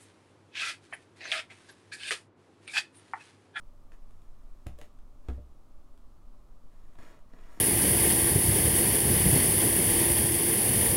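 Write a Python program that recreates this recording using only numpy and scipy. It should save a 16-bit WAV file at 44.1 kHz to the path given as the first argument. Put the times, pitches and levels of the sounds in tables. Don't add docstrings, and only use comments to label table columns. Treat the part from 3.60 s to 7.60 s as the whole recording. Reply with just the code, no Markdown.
import sys
import numpy as np
from scipy import signal
from scipy.fft import rfft, irfft
from scipy.io import wavfile

SR = 44100
rng = np.random.default_rng(int(sys.argv[2]) if len(sys.argv) > 2 else 0)


def store_wav(level_fs):
    pcm = np.round(np.clip(np.atleast_2d(level_fs), -1, 1) * 32767)
    wavfile.write(sys.argv[1], SR, pcm.T.astype(np.int16))


N = 176400
T = np.arange(SR // 2) / SR
HZ = np.fft.rfftfreq(N, 1 / SR)


def amp(db):
    return 10 ** (np.asarray(db) / 20)


def unit(x):
    return x / np.sqrt(np.mean(x ** 2) + 1e-20)


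def curve(points, hz):
    f, value = np.transpose(points)
    return np.interp(np.log(hz + 1), np.log(f + 1), value)


def add(mix, start, sound):
    part = mix[round(start * SR):][:len(sound)]
    part += sound[:len(part)]


def noise(eq_db):
    return unit(irfft(rfft(rng.standard_normal(N)) * amp(eq_db), N))


def resonant_noise(peaks):
    return sum(amp(db) * noise(-20 * np.log10(1 + (2 * (HZ - hz) / width) ** 2))
               for hz, width, db in peaks)


def tilted(eq, db_per_octave):
    return curve(eq, HZ) + db_per_octave * np.log2(np.maximum(HZ, 400) / 2500)


def decay(t60):
    return np.exp(-np.log(1000) * T / t60)


def damped(x, t60s):
    hz, t, bands = signal.stft(x[:len(T)], SR, nperseg=128)
    fade = amp(-60 * t / curve(t60s, hz)[:, None])
    return signal.istft(bands * fade, SR, nperseg=128)[1][:len(T)]


def ring(hz, t60):
    return np.sin(2 * np.pi * hz * T) * decay(t60)


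def snap(eq_db):
    log_gain = np.log(amp(np.concatenate([eq_db, eq_db[-2:0:-1]])))
    spectrum = np.exp(np.conj(signal.hilbert(log_gain)))
    pulse = np.fft.ifft(spectrum).real[:len(T)]
    return pulse / np.linalg.norm(pulse)


# f/Hz, relative level/dB
ROOM_TONE_EQ = [(8, 8), (20, 4.5), (30, -4.5), (45, -8), (62, -22.5), (80, -20.5), (125, -24.5), (170, -26),
                (270, -28.5), (350, -28.5), (440, -33.5), (640, -34.5), (850, -36), (1250, -40.5),
                (1600, -48.5), (2300, -50), (4500, -52.5), (9500, -55.5), (15500, -60.5)]
# f/Hz, width/Hz, level/dB
DRONES = [(90.5, 5.7, -71), (243.8, 31, -75.5), (582.4, 9.7, -80), (1155, 420, -76.5)]
def room_tone():
    return amp(-44.5) * noise(curve(ROOM_TONE_EQ, HZ)) + resonant_noise(DRONES)


# f/Hz, t60/s
REVERB_DECAY = [(150, 0.29), (1000, 0.2), (4000, 0.26), (12000, 0.18)]
def room_reverb(send, fade_in_s=0.0034):
    onset = np.clip(T / fade_in_s - .5, 0, 1)
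    tail = damped(rng.standard_normal(len(T)), REVERB_DECAY) * onset
    return signal.fftconvolve(send, tail / np.linalg.norm(tail))[:N]


def close_reflections(x, t60=0.021, wet_db=-2):
    echoes = rng.standard_normal(len(T)) * decay(t60)
    echoes = signal.sosfilt(signal.butter(2, 2500, "high", fs=SR, output="sos"), echoes)
    return x + amp(wet_db) * signal.fftconvolve(x, echoes / np.linalg.norm(echoes))[:N]


def skin_catches(per_second=410, spread_db=7):
    size = amp(spread_db * np.minimum(rng.exponential(1, N), np.pi))
    return unit(size * rng.choice([-1, 1], N) * (rng.random(N) < per_second / SR))


# f/Hz, relative level/dB
CLATTER_EQ = [(100, 13.5), (300, 14.5), (600, 5), (1000, -16), (1400, 1), (2500, -5), (3500, -1),
              (6000, -6), (15000, -20)]
# f/Hz, t60/s
CLATTER_DECAY = [(150, 0.056), (1000, 0.061), (4000, 0.012), (12000, 0.018)]
def clatter(cutoff_hz, attack_s=0.00063):
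    high_cut_db = 10 * np.log10(1 + (HZ / cutoff_hz) ** 2)
    low_cut_db = 10 * np.log10(1 + (60 / (HZ + 1)) ** 4)
    burst = noise(curve(CLATTER_EQ, HZ) - high_cut_db - low_cut_db)
    return damped(burst, CLATTER_DECAY) * (1 - np.exp(-T / attack_s))


# f/Hz, width/Hz, relative level/dB
TABLE_MODES = [(638, 53, 6), (983, 58, 0), (1142, 73, -1.5), (1340, 40, -3), (1651, 50, -4),
               (1933, 72, -8.5), (2132, 39, -21.5), (2360, 60, -19), (2886, 40, -21), (4380, 110, -12),
               (5460, 77, -18), (7030, 130, -13)]
# f/Hz, relative level/dB
FRICTION_EQ = [(80, 0), (250, 11), (480, 7.5), (650, 1.5), (850, 0.5), (1200, 6.5), (2000, -2), (2700, -10),
               (4500, -16), (7000, -16), (11000, -24.5), (15500, -22)]
# t/s, attack/s, hold/s, release/s, level/dB, tilt/(dB per octave)
STROKES = [(0.313, 0.004, 0.014, 0.052, -71, 3), (0.366, 0.058, 0.7, 0.12, -83.5, 4.5),
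           (1.17, 0.015, 0.068, 0.021, -72, 4.5), (1.605, 0.057, 0.099, 0.024, -75.5, 4),
           (3.052, 0.078, 0.21, 0.2, -77.5, 3.5), (3.38, 0.0065, 0.085, 0.08, -60.5, 1.5),
           (3.499, 0.015, 0.016, 0.072, -62.5, 0), (3.647, 0.19, 0.16, 0.047, -64.5, 1),
           (3.875, 0.066, 0.024, .08, -73.5, 8)]
# t/s, level/dB, cutoff/Hz
FINGER_TAPS = [(0.32, -59, 1000), (3.387, -45, 700), (3.735, -49.5, 1300), (3.788, -53.5, 2500),
               (3.973, -49.5, 2000)]
def hands(grain_db=3, grain_s=0.0011, top_hz=12500):
    out, t = np.zeros(N), np.arange(N) / SR
    rubbed_table = amp(-10.5) * resonant_noise(TABLE_MODES)
    grit = signal.fftconvolve(skin_catches(), snap(curve(FRICTION_EQ, HZ)))[:N]
    grit = amp(-6.5) * unit(grit)
    high_cut_db = 10 * np.log10(1 + (HZ / top_hz) ** 10)
    for start, attack, hold, release, db, tilt in STROKES:
        envelope = np.interp(t, start + np.cumsum([0, attack, hold, release]), [0, 1, 1, 0])
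        flutter = noise(-20 * np.log10(1 + (HZ * grain_s) ** 2))
        grain = unit(amp(grain_db * flutter))
        friction = grain * noise(tilted(FRICTION_EQ, tilt) - high_cut_db)
        out += amp(db) * envelope * (friction + rubbed_table + grit)
    tapped_table = sum((-1) ** k * amp(db) * ring(hz, np.log(1000) / np.pi / width)
                       for k, (hz, width, db) in enumerate(TABLE_MODES))
    for start, db, cutoff_hz in FINGER_TAPS:
        add(out, start, amp(db) * (clatter(cutoff_hz) + amp(-9.5) * tapped_table))
    return out


# f/Hz, relative level/dB
CLICK_EQ = [(200, -30), (700, -2.5), (1500, -0.5), (2300, -5.5), (3500, -4), (5000, -13.5), (7000, -10),
            (11000, -10), (15500, -22.5)]
# t/s, level/dB, tilt/(dB per octave)
CLICK_CUES = [(.1775, -60, -3), (0.32, -35.5, -6), (0.49, -58, -2), (0.509, -47, -2), (0.619, -50, -0.5),
              (1.0684, -30.5, -1), (1.1885, -39, 1.5), (1.2145, -31, -1), (1.389, -49, -1.5),
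              (1.6858, -29.5, -5.5), (1.695, -51, 5), (2.377, -50, 0), (3.335, -52, -2.5),
              (3.355, -43, -4.5), (3.591, -46.5, -2.5)]
def clicks(snap_db=1.5, rattle_db=-0.5, rattle_t60=0.02):
    out = np.zeros(N)
    for start, db, tilt in CLICK_CUES:
        pulse = snap(tilted(CLICK_EQ, tilt))
        burst = rng.standard_normal(len(T)) * decay(rattle_t60)
        rattle = signal.fftconvolve(pulse, burst / np.linalg.norm(burst))
        add(out, start, amp(db + snap_db) * pulse)
        add(out, start, amp(db + rattle_db) * rattle)
    return out


# f/Hz, relative level/dB, t60/s
CASE_MODES = [(158.3, -3.5, 0.35), (242, -1, 0.15), (298, -0.5, 0.056), (358, 0.5, 0.13),
              (469, -0.5, 0.083), (591.6, -4.5, 0.24), (719.5, -8.5, 0.24), (789, -17.5, 0.16),
              (1138, 4, 0.067), (1304, 7.5, 0.089), (1625, 19, 0.079), (2220, 14, 0.074)]
# t/s, thump/dB, spring bob/dB, ring/dB,
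# pitch favoured by the struck spot/Hz, clatter/dB, clatter cutoff/Hz
LANDINGS = [(1.0632, -42, -70, -42, 740, -43.5, 900), (1.0665, -26.5, -40, -45.5, 320, -49, 4000),
            (1.094, -37, -46, -43, 165, -64, 700), (1.1855, -82, -65, -44, 564, -57, 900),
            (1.2135, -47, -80, -49.5, 590, -47.5, 4000), (1.6863, -41, -27, -40.5, 293, -39.5, 2600),
            (1.6912, -57, -57, -43.5, 815, -45, 1800), (1.699, -59, -51, -41, 238, -40, 1200),
            (1.711, -52, -60, -50.5, 460, -51, 700), (1.7779, -37, -65, -45, 560, -49, 350),
            (1.789, -42, -65, -51, 302, -53.5, 300)]
def case_knocks(spot_db_per_octave=32.5):
    low_end, body = np.zeros(N), np.zeros(N)
    thump, bob = ring(hz=91.6, t60=0.064), ring(hz=64.9, t60=0.445)
    for start, thump_db, bob_db, ring_db, spot_hz, clatter_db, cutoff_hz in LANDINGS:
        add(low_end, start, amp(thump_db) * thump + amp(bob_db) * bob)
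        modes = np.zeros(len(T))
        for k, (hz, db, t60) in enumerate(CASE_MODES):
            off_spot_db = spot_db_per_octave * abs(np.log2(hz / spot_hz))
            modes += (-1) ** k * amp(db - off_spot_db) * ring(hz, t60)
        add(body, start, amp(ring_db) * modes + amp(clatter_db) * clatter(cutoff_hz))
    return low_end, body


def scene():
    low_end, body = case_knocks()
    ticks = clicks()
    handling = close_reflections(hands())
    reverb = room_reverb(amp(-8) * body + amp(-4) * ticks + amp(-5.5) * handling)
    return (low_end + body + ticks + handling + reverb + room_tone())[None]


def record(dry, cutoff_hz=15850):
    low_pass = signal.firwin(511, cutoff_hz, window=("kaiser", 9), fs=SR)
    return signal.oaconvolve(dry, low_pass[None], "same")


dry = scene()
out = record(dry)
store_wav(out)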